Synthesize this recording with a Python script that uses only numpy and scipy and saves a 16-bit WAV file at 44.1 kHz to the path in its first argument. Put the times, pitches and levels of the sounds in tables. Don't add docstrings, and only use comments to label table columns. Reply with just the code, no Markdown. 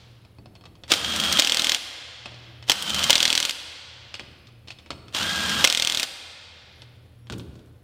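import sys
import numpy as np
from scipy import signal
from scipy.fft import rfft, irfft
from scipy.io import wavfile
from scipy.ndimage import uniform_filter1d

SR = 44100
rng = np.random.default_rng(int(sys.argv[2]) if len(sys.argv) > 2 else 0)


def undo_db(level):
    steps = np.asarray(level, float) / 20
    return 10 ** steps


def int16_out(signal):
    q = np.round(np.clip(np.atleast_2d(signal).T, -1, 1) * 32767)
    wavfile.write(sys.argv[1], SR, q.astype(np.int16))


N = 345303
T = np.arange(N) / SR

# frequency in Hz, level in dB per Hz.
AIR = [(15, -3.5), (27, 0.5), (40, 3), (58, -2), (160, 2), (250, -1.5), (500, -6.5), (1000, -17),
       (3000, -23), (6000, -33), (10000, -31.5), (16000, -32.5)]
AIR_DB = -56
# frequency in Hz, width in Hz, level in dB.
HUM = [(83, 34, -56), (102, 8.3, -61), (118.7, 4, -51.5)]
# start in s, length in s, pitch in Hz, level in dB.
WHINES = [(0.866, .03, 9900, -65), (2.658, 0.037, 9850, -83), (5.127, .02, 9900, -67),
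          (0.536, 0.11, 4280, -60), (2.18, .07, 11200, -72), (4.382, 0.033, 11100, -69),
          (4.662, 0.12, 11200, -72), (4.666, .08, 15300, -72), (6.742, 0.11, 11250, -66),
          (7.17, 0.086, 11200, -68), (7.176, 0.11, 5550, -71)]
# frequency in Hz, t60 in s, level in dB.
GARAGE = [(81, 1.8, -0.5), (200, 0.97, 1), (490, 1.59, 2.5), (1500, 1.615, -0.5), (2220, 1.525, -1),
          (3400, 1.36, -2), (4450, 1.32, 0), (6700, 1.09, -4.5), (10500, 0.64, 7.5), (13960, 0.65, 1)]
# frequency in Hz, level in dB per Hz.
TYRE = [(30, -37), (52, -7), (68, 0.5), (95, -3.5), (130, 0.5), (175, -4.5), (260, -7), (340, -5),
        (560, -21), (900, -36.5), (1600, -56)]
# start in s, level in dB.
SLAPS = [
    (0.387, -48.5),
    (.64, -50.5),
    (2.256, -54),
    (2.329, -60.5),
    (2.451, -54.5),
    (4.196, -50),
    (4.902, -44),
    (7.299, -33),
    (7.33, -42),
]

# frequency in Hz, level in dB per Hz.
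CRACK = [(88, -43.5), (150, -9), (240, -5), (328, -10.5), (398, -21), (545, -13), (821, -15.5), (1830, -15),
         (3290, -5), (8400, -13), (10200, -22), (14000, -25.5), (16000, -28.5)]
# frequency in Hz, width in Hz, level in dB.
SOCKET = [(1200, 76, -6), (2000, 45, -9), (2560, 45, -1), (3600, 150, -9), (4400, 32, -3), (5230, 70, -1),
          (8600, 200, -7)]
# frequency in Hz, width in Hz, level in dB.
ANVIL = [(1460, 56, -18.5), (2125, 37, -15), (2730, 180, -27), (3283, 280, -1), (3830, 130, -9.5),
         (4100, 350, -4), (4540, 280, -7.5), (5270, 140, -9), (5796, 190, -4), (8260, 580, -27)]
# frequency in Hz, width in Hz, level in dB.
WHEEL_THUD = [(165, 100, -42.5), (250, 60, -34), (321, 50, -34.5), (560, 56, -33), (799, 130, -31)]
# start in s, peak in dB, ring in Hz, treble in dB.
SET_DOWN = [
    (7.2698, -39, 3080, -31),
    (7.299, -18.5, 1500, -28.5),
    (7.323, -25.5, 1420, -22),
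    (7.335, -30, 2940, -50),
    (7.3814, -33.5, 1460, -3),
    (7.3964, -27, 3400, -32),
    (7.5403, -51.5, 5200, -17),
    (7.5544, -44, 1050, -23),
    (7.5921, -43.5, 3230, -25),
    (7.6589, -56, 2770, -7),
]
# start in s, peak in dB, ring in Hz, bass in dB.
CLINKS = [(0.2496, -42.5, 2490, -2.5), (0.385, -38, 1070, 13), (0.4578, -37, 1050, 5.5),
          (0.553, -38.5, 4580, -9.5), (0.61, -41, 3230, 3), (0.6384, -40, 1150, -2.5),
          (0.6549, -34.5, 3820, -5), (0.7533, -42.5, 1070, -27.5), (0.836, -28.5, 3530, -7.5),
          (2.2573, -25, 2644, -4), (2.3198, -34, 3430, 5), (2.3437, -33, 3700, 1), (2.4429, -40.5, 3450, 2),
          (2.4647, -47.5, 3580, -8), (2.6258, -32.5, 3430, -11.5), (4.1413, -22, 5000, -12.5),
          (4.1518, -29, 4620, -38), (4.1953, -22, 2400, -6.5), (4.4703, -41, 3690, -29),
          (4.4866, -47, 1210, -2), (4.6742, -35.5, 3120, -16.5), (4.6833, -27, 3090, -13),
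          (4.7042, -25.5, 2600, -17), (4.7167, -36, 4300, -21.5), (4.7865, -35.5, 3600, -14),
          (4.861, -33.5, 2280, -2), (4.905, -17, 1250, -7), (5.0824, -31, 3400, -8),
          (6.8192, -30, 2900, -9)]
# start in s, peak in dB, treble in dB.
SLIPS = [(1.046, -10, -29.5), (1.1247, -21, -34), (1.1616, -11.5, -14.5), (1.1995, -8.5, -16),
         (1.2373, -9.5, -20), (1.2485, -16, -17), (1.3253, -8.5, -15.5), (1.3717, -5.5, -34.5),
         (2.8238, -14, -7.5), (2.895, -16.5, -10), (2.9035, -10, -22.5), (2.9453, -9.5, -17.5),
         (2.9855, -20, -10), (2.9922, -10, -19), (3.028, -10.5, -29), (3.0358, -10, -14),
         (3.0406, -1.5, -16), (5.4947, -11, -17.5)]
# start in s, peak in dB, ring in Hz, bass in dB.
CLANKS = [(0.8797, -32.5, 2090, -8.5), (0.9074, -18, 3300, -3), (0.9181, 4.5, 3500, -13.5),
          (0.924, -25.5, 3550, -23.5), (0.937, -6.5, 3180, -16), (1.3865, -6.5, 3400, -10.5),
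          (1.3899, -0.5, 3690, -9), (1.3964, 7.5, 3650, -24), (1.7466, -4.5, 3370, -29),
          (2.6788, -30, 3620, -10.5), (2.6871, -16.5, 2750, -14), (2.6974, 5.5, 3160, -14),
          (2.7059, -5, 3400, -16.5), (2.7173, -1.5, 5440, -18.5), (3.0972, 0.5, 2980, -5.5),
          (3.1046, 7, 3630, -17.5), (3.4946, -8.5, 3520, -22), (3.5086, -14, 3620, -26),
          (5.1262, -37, 3200, -3.5), (5.1474, -10, 3330, -13.5), (5.6422, 4.5, 3080, -13),
          (5.648, 5.5, 2150, -25.5), (6.021, -19, 3200, -26), (6.0301, -9, 3650, -20)]

# frequency in Hz, level in dB per Hz.
WHIRR = [(150, -48.5), (250, -8), (407, -15), (510, -8), (938, -9), (1610, -7), (2200, -9.5), (3230, -1.5),
         (4120, -5.5), (9170, -18), (11900, -33.5), (13900, -20), (16000, -52)]
# frequency in Hz, width in Hz, level in dB.
SHAKE = [(79.2, 20, -5.5), (182.5, 100, -0.5), (221, 44, -5.5), (316, 33, -12), (1315, 380, 0.5)]
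# seating time in s, gear mesh at start in Hz, at full speed in Hz, mesh level in dB,
# camera gain while it spins in dB.
NUTS = [
    (1.385, 1566, 1624, -48, -4.5),
    (3.098, 1480, 1554, -48.5, -9),
    (5.64, 1344, 1624, -34, -1.5),
]
# time in s, whirr in dB.
EFFORT = [
    [(.87, -62), (.915, -21.5), (.99, -34.5), (1.06, -32), (1.2, -29), (1.4, -26), (1.5, -31), (1.78, -30)],
    [(2.66, -53.5), (2.7, -28.5), (2.77, -37.5), (2.9, -31.5), (3.0, -28), (3.09, -27.5), (3.25, -29.5),
     (3.52, -37.5)],
    [(5.11, -78.5), (5.15, -27), (5.26, -29.5), (5.4, -29), (5.66, -26), (5.77, -35.5), (6.03, -32.5),
     (6.06, -30.5)],
]
SECOND_OVER_WHIRR_DB = [-2.5, -3.5, -6]
# first blow in s, last blow in s, first level in dB,
# last level in dB, change of the rebound blows in dB.
HAMMERING = [
    (1.4216, 1.7195, -2.5, -5, -1),
    (3.1293, 3.4514, 1.4, -7, -5),
    (5.6742, 5.9973, -3, -7.5, -2.5),
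]

SPIN_UP_S, ENGAGE_S, STALL_S = 0.135, 0.06, 0.03
IDLE_MESH_DB, IDLE_SECOND_DB, IDLE_SHAKE_DB = -66, -60.5, -68
SHAKE_DB, SHAKE_SLOPE = -40, 1.3
SLIP_HZ, BLOW_HZ, BLOWS_PER_S = 3180, 3400, 40.3
REBOUND_S = 0.0012
BLOW_JITTER_S, BLOW_SPREAD_DB, RING_SPREAD = 0.0003, 1.1, 0.05
BLOW_TREBLE_DB = -26.5
REBOUND_LOSS_DB, UNEVEN_DB = 4.5, 2.2
REST_DB, DUCK_DB, DEEPEST_DB, RECOVER_DB_PER_S, DUCK_S = -1.5, -15, -16.5, 20.5, 0.03


def evened(x):
    return x / np.sqrt(np.mean(x ** 2) + 1e-20)


def read(points, hz):
    f, value = np.transpose(points)
    return np.interp(np.log(hz + 1), np.log(f + 1), value)


def add(mix, s, sound):
    part = mix[round(s * SR):][:len(sound)]
    part += sound[:len(part)]


def coloured(points, size):
    gain = undo_db(read(points, np.fft.rfftfreq(size, 1 / SR)))
    return evened(irfft(rfft(rng.standard_normal(size)) * gain, size))


def causal(points, size):
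    cepstrum = irfft(read(points, np.fft.rfftfreq(size, 1 / SR)) * np.log(10) / 20, size)
    cepstrum[1:size // 2] *= 2
    cepstrum[size // 2 + 1:] = 0
    click = irfft(np.exp(rfft(cepstrum)), size)
    return click / abs(click).max()


def drift(size, span):
    return evened(uniform_filter1d(uniform_filter1d(rng.standard_normal(size), span), span))


def resonate(x, hz, width):
    turn = np.exp(2j * np.pi * np.cumsum(hz * np.ones(len(x))) / SR)
    r = np.exp(-np.pi * abs(width) / SR)
    return 2 * (turn * signal.lfilter([1 - r], [1, -r], x / turn + 1e-18)).real


def tone(hz, width, steady, size):
    fuzz = evened(resonate(resonate(rng.standard_normal(size), hz, width), hz, width))
    pure = np.sin(2 * np.pi * np.cumsum(hz * np.ones(size)) / SR)
    return evened(fuzz + steady * pure)


def camera_gain():
    points = []
    for (seat, *_, spin_db), effort in zip(NUTS, EFFORT):
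        grab, release = effort[1][0], effort[-1][0]
        recovered = release + (REST_DB - DEEPEST_DB) / RECOVER_DB_PER_S
        points += [(grab - DUCK_S / 2, REST_DB), (grab + DUCK_S / 2, spin_db), (seat, spin_db)]
        points += [(seat + DUCK_S, DUCK_DB), (release, DEEPEST_DB), (recovered, REST_DB)]
    return undo_db(np.interp(T, *np.transpose(sorted(points))))


def background():
    air = coloured(AIR, N) * undo_db(AIR_DB + 0.75 * drift(N, span=2000))
    return air + sum(undo_db(db) * tone(hz, width, 0.99, size=N) for hz, width, db in HUM)


def camera_noise():
    gate = np.maximum(np.cos(2 * np.pi * 29.97 * (T - 0.02)), 0) ** 2
    out = undo_db(-74.5) * gate * tone(10650, 700, 0.1, size=N)
    for s, length_s, hz, db in WHINES:
        size = round(length_s * SR)
        whine = tone(hz, hz * 0.008, 2.2, size=size) * signal.windows.tukey(size, 0.3)
        add(out, s, undo_db(db - 7.5) * whine)
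    return out


def garage_tail():
    taps = np.zeros(3 * SR)
    at = np.arange(600, 3 * SR - 20, 20)
    taps[at + rng.integers(0, 20, len(at))] = rng.choice([-1., 1.], len(at))
    hz, t, z = signal.stft(taps, SR, nperseg=1024)
    t60, db = (read([(row[0], row[k]) for row in GARAGE], hz)[:, None] for k in (1, 2))
    tail = signal.istft(z * undo_db(db - 60 * t / t60), SR, nperseg=1024)[1]
    return tail / np.linalg.norm(tail)


def garage(x):
    turn = 2 * np.pi * (9 * T + np.arange(3)[:, None] / 3)
    shares = np.cos(turn) * np.sqrt(2 / 3)
    return sum(signal.fftconvolve(x * share, garage_tail())[:N] for share in shares)


def lift(near):
    keep = np.exp(-1 / (SR * 0.25))
    drive = np.sqrt(signal.lfilter([1 - keep], [1, -keep], near ** 2))
    return undo_db(-38.5) * drive * tone(80, 15, 0.5, size=N)


def slap(db):
    t = np.arange(SR // 2) / SR
    return coloured(TYRE, len(t)) * undo_db(db - 60 * t) * (1 - np.exp(-t / 0.002))


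def strike(db, hz, treble_db, bass_db, clatter_db, body, clatter_s, ring_db, ring_s, modes_db):
    t = np.arange(4096) / SR
    tilt = []
    for f, level in CRACK:
        treble = (treble_db + 17.5) * np.clip(np.log2(f / 4500), 0, 1.2)
        bass = (bass_db + 16.5) * np.clip(np.log2(2200 / f), 0, 1)
        tilt.append((f, level + treble + bass - 11 * (f < 300)))
    contacts = np.zeros(256)
    at = 14 + np.cumsum(rng.integers(6, 22, 5))
    contacts[at] = undo_db(-REBOUND_LOSS_DB * np.arange(5)) * rng.choice([-1, 1], 5)
    crack = np.convolve(causal(tilt, len(t)), contacts)[:len(t)]
    clatter = coloured(tilt, len(t)) * undo_db(clatter_db + 2.8 * drift(len(t), span=50)) * np.exp(-t / clatter_s)
    ring = undo_db(ring_db) * np.sin(2 * np.pi * hz * t) * np.exp(-t / ring_s)
    f, width, level = np.transpose(body)[:, :, None]
    luck = rng.standard_normal((2, len(body), 1))
    strength = undo_db(level + modes_db + UNEVEN_DB * luck[0])
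    swing = np.sin(2 * np.pi * f * (1 + 0.011 * luck[1]) * t)
    modes = (strength * swing * np.exp(-np.pi * width * t)).sum(0)
    sound = crack + (1 - np.exp(-t / 0.000073)) ** 2 * (clatter + ring + modes)
    return undo_db(db) * sound / abs(sound).max()


def spin(nut, effort, over_db):
    seat, low_hz, top_hz, mesh_db, _ = nut
    s, db = np.transpose(effort)
    t = np.arange(s[0], s[-1], 1 / SR)
    size = len(t)
    whirr_db = np.interp(t, s, db)
    load = np.clip(np.minimum((t - s[1]) / ENGAGE_S, (seat + STALL_S / 2 - t) / STALL_S), 0, 1)
    mesh_db = IDLE_MESH_DB + load * (mesh_db - IDLE_MESH_DB)
    second_db = IDLE_SECOND_DB + load * (whirr_db + over_db - IDLE_SECOND_DB)
    shake_db = IDLE_SHAKE_DB + load * (SHAKE_DB + SHAKE_SLOPE * (whirr_db + 31.5) - IDLE_SHAKE_DB)
    speed = np.sin(np.pi / 2 * np.clip((t - s[1]) / SPIN_UP_S, 0, 1)) ** 2
    hz = low_hz + (top_hz - low_hz) * speed
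    hz = hz * (1 + 0.0074 * drift(size, span=500))
    whirr = coloured(WHIRR, size) * undo_db(whirr_db + 2.2 * drift(size, span=60))
    mesh = undo_db(mesh_db) * tone(hz, 120, 1.0, size=size)
    second = undo_db(second_db) * tone(2 * hz, 150, 2.0, size=size)
    shake = evened(sum(undo_db(level) * tone(f, width, 0.55, size=size) for f, width, level in SHAKE))
    sound = whirr + mesh + second + undo_db(shake_db) * shake
    return s[0], sound * signal.windows.tukey(size, 0.04)


def hammer(first_s, last_s, first_db, last_db, rebound_db):
    count = round((last_s - first_s) * BLOWS_PER_S) + 1
    luck = rng.standard_normal((count, 3))
    t = np.arange(4096) / SR
    thud = sum(undo_db(db) * np.sin(2 * np.pi * hz * t) * np.exp(-np.pi * width * t)
               for hz, width, db in WHEEL_THUD)
    rebound = np.exp(-(np.arange(count) - 1.7) ** 2)
    times = np.linspace(first_s, last_s, count) + REBOUND_S * rebound + BLOW_JITTER_S * luck[:, 0]
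    levels = np.linspace(first_db, last_db, count) + rebound_db * rebound + BLOW_SPREAD_DB * luck[:, 1]
    rings = BLOW_HZ * (1 + RING_SPREAD * luck[:, 2])
    blows = []
    for s, db, hz in zip(times, levels, rings):
        steel = strike(db, hz, BLOW_TREBLE_DB - db, bass_db=-26.5, clatter_db=-14, body=ANVIL,
                       clatter_s=0.006, ring_db=-2.5, ring_s=0.001, modes_db=-9.5)
        blows.append((s, steel + undo_db(db) * thud))
    return blows


def scene():
    near = np.zeros(N)
    loose = dict(body=SOCKET, clatter_s=0.014, ring_s=0.003)
    seated = dict(clatter_db=-11.5, body=ANVIL, clatter_s=0.0048, ring_db=-7.5, ring_s=0.0021, modes_db=-11)
    for s, db in SLAPS:
        add(near, s, slap(db))
    for s, db, hz, treble_db in SET_DOWN:
        add(near, s, strike(db, hz, treble_db, -7, clatter_db=-15.5, ring_db=-11, modes_db=-27, **loose))
    for s, db, hz, bass_db in CLINKS:
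        add(near, s, strike(db, hz, -32.5, bass_db, clatter_db=-10.5, ring_db=-5, modes_db=-13, **loose))
    for s, db, treble_db in SLIPS:
        add(near, s, strike(db, SLIP_HZ, treble_db, -20, **seated))
    for s, db, hz, bass_db in CLANKS:
        add(near, s, strike(db, hz, -21.5, bass_db, **seated))
    for nut, effort, over_db in zip(NUTS, EFFORT, SECOND_OVER_WHIRR_DB):
        add(near, *spin(nut, effort, over_db))
    for row in HAMMERING:
        for blow in hammer(*row):
            add(near, *blow)
    near /= camera_gain()
    wet = undo_db(-11.5) * garage(near)
    earlier = signal.fftconvolve(coloured(CRACK, SR // 2), garage_tail())[SR:]
    add(wet, 0, undo_db(-30) * earlier)
    return (near + wet + lift(near) + background() + camera_noise())[None]


def roll_off(x):
    return signal.sosfilt(signal.butter(12, 16970, fs=SR, output="sos"), x)


def record(dry):
    bass_cut = signal.butter(2, 30, "high", fs=SR, output="sos")
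    heard = signal.sosfilt(bass_cut, dry) * camera_gain()
    limited = 0.8 * np.tanh(heard / 0.8)
    edge = signal.firwin(255, 15950, window=("kaiser", 9), fs=SR)[None]
    mix = signal.oaconvolve(limited, edge, "same")
    return roll_off(mix)


dry = scene()
out = record(dry)
int16_out(out)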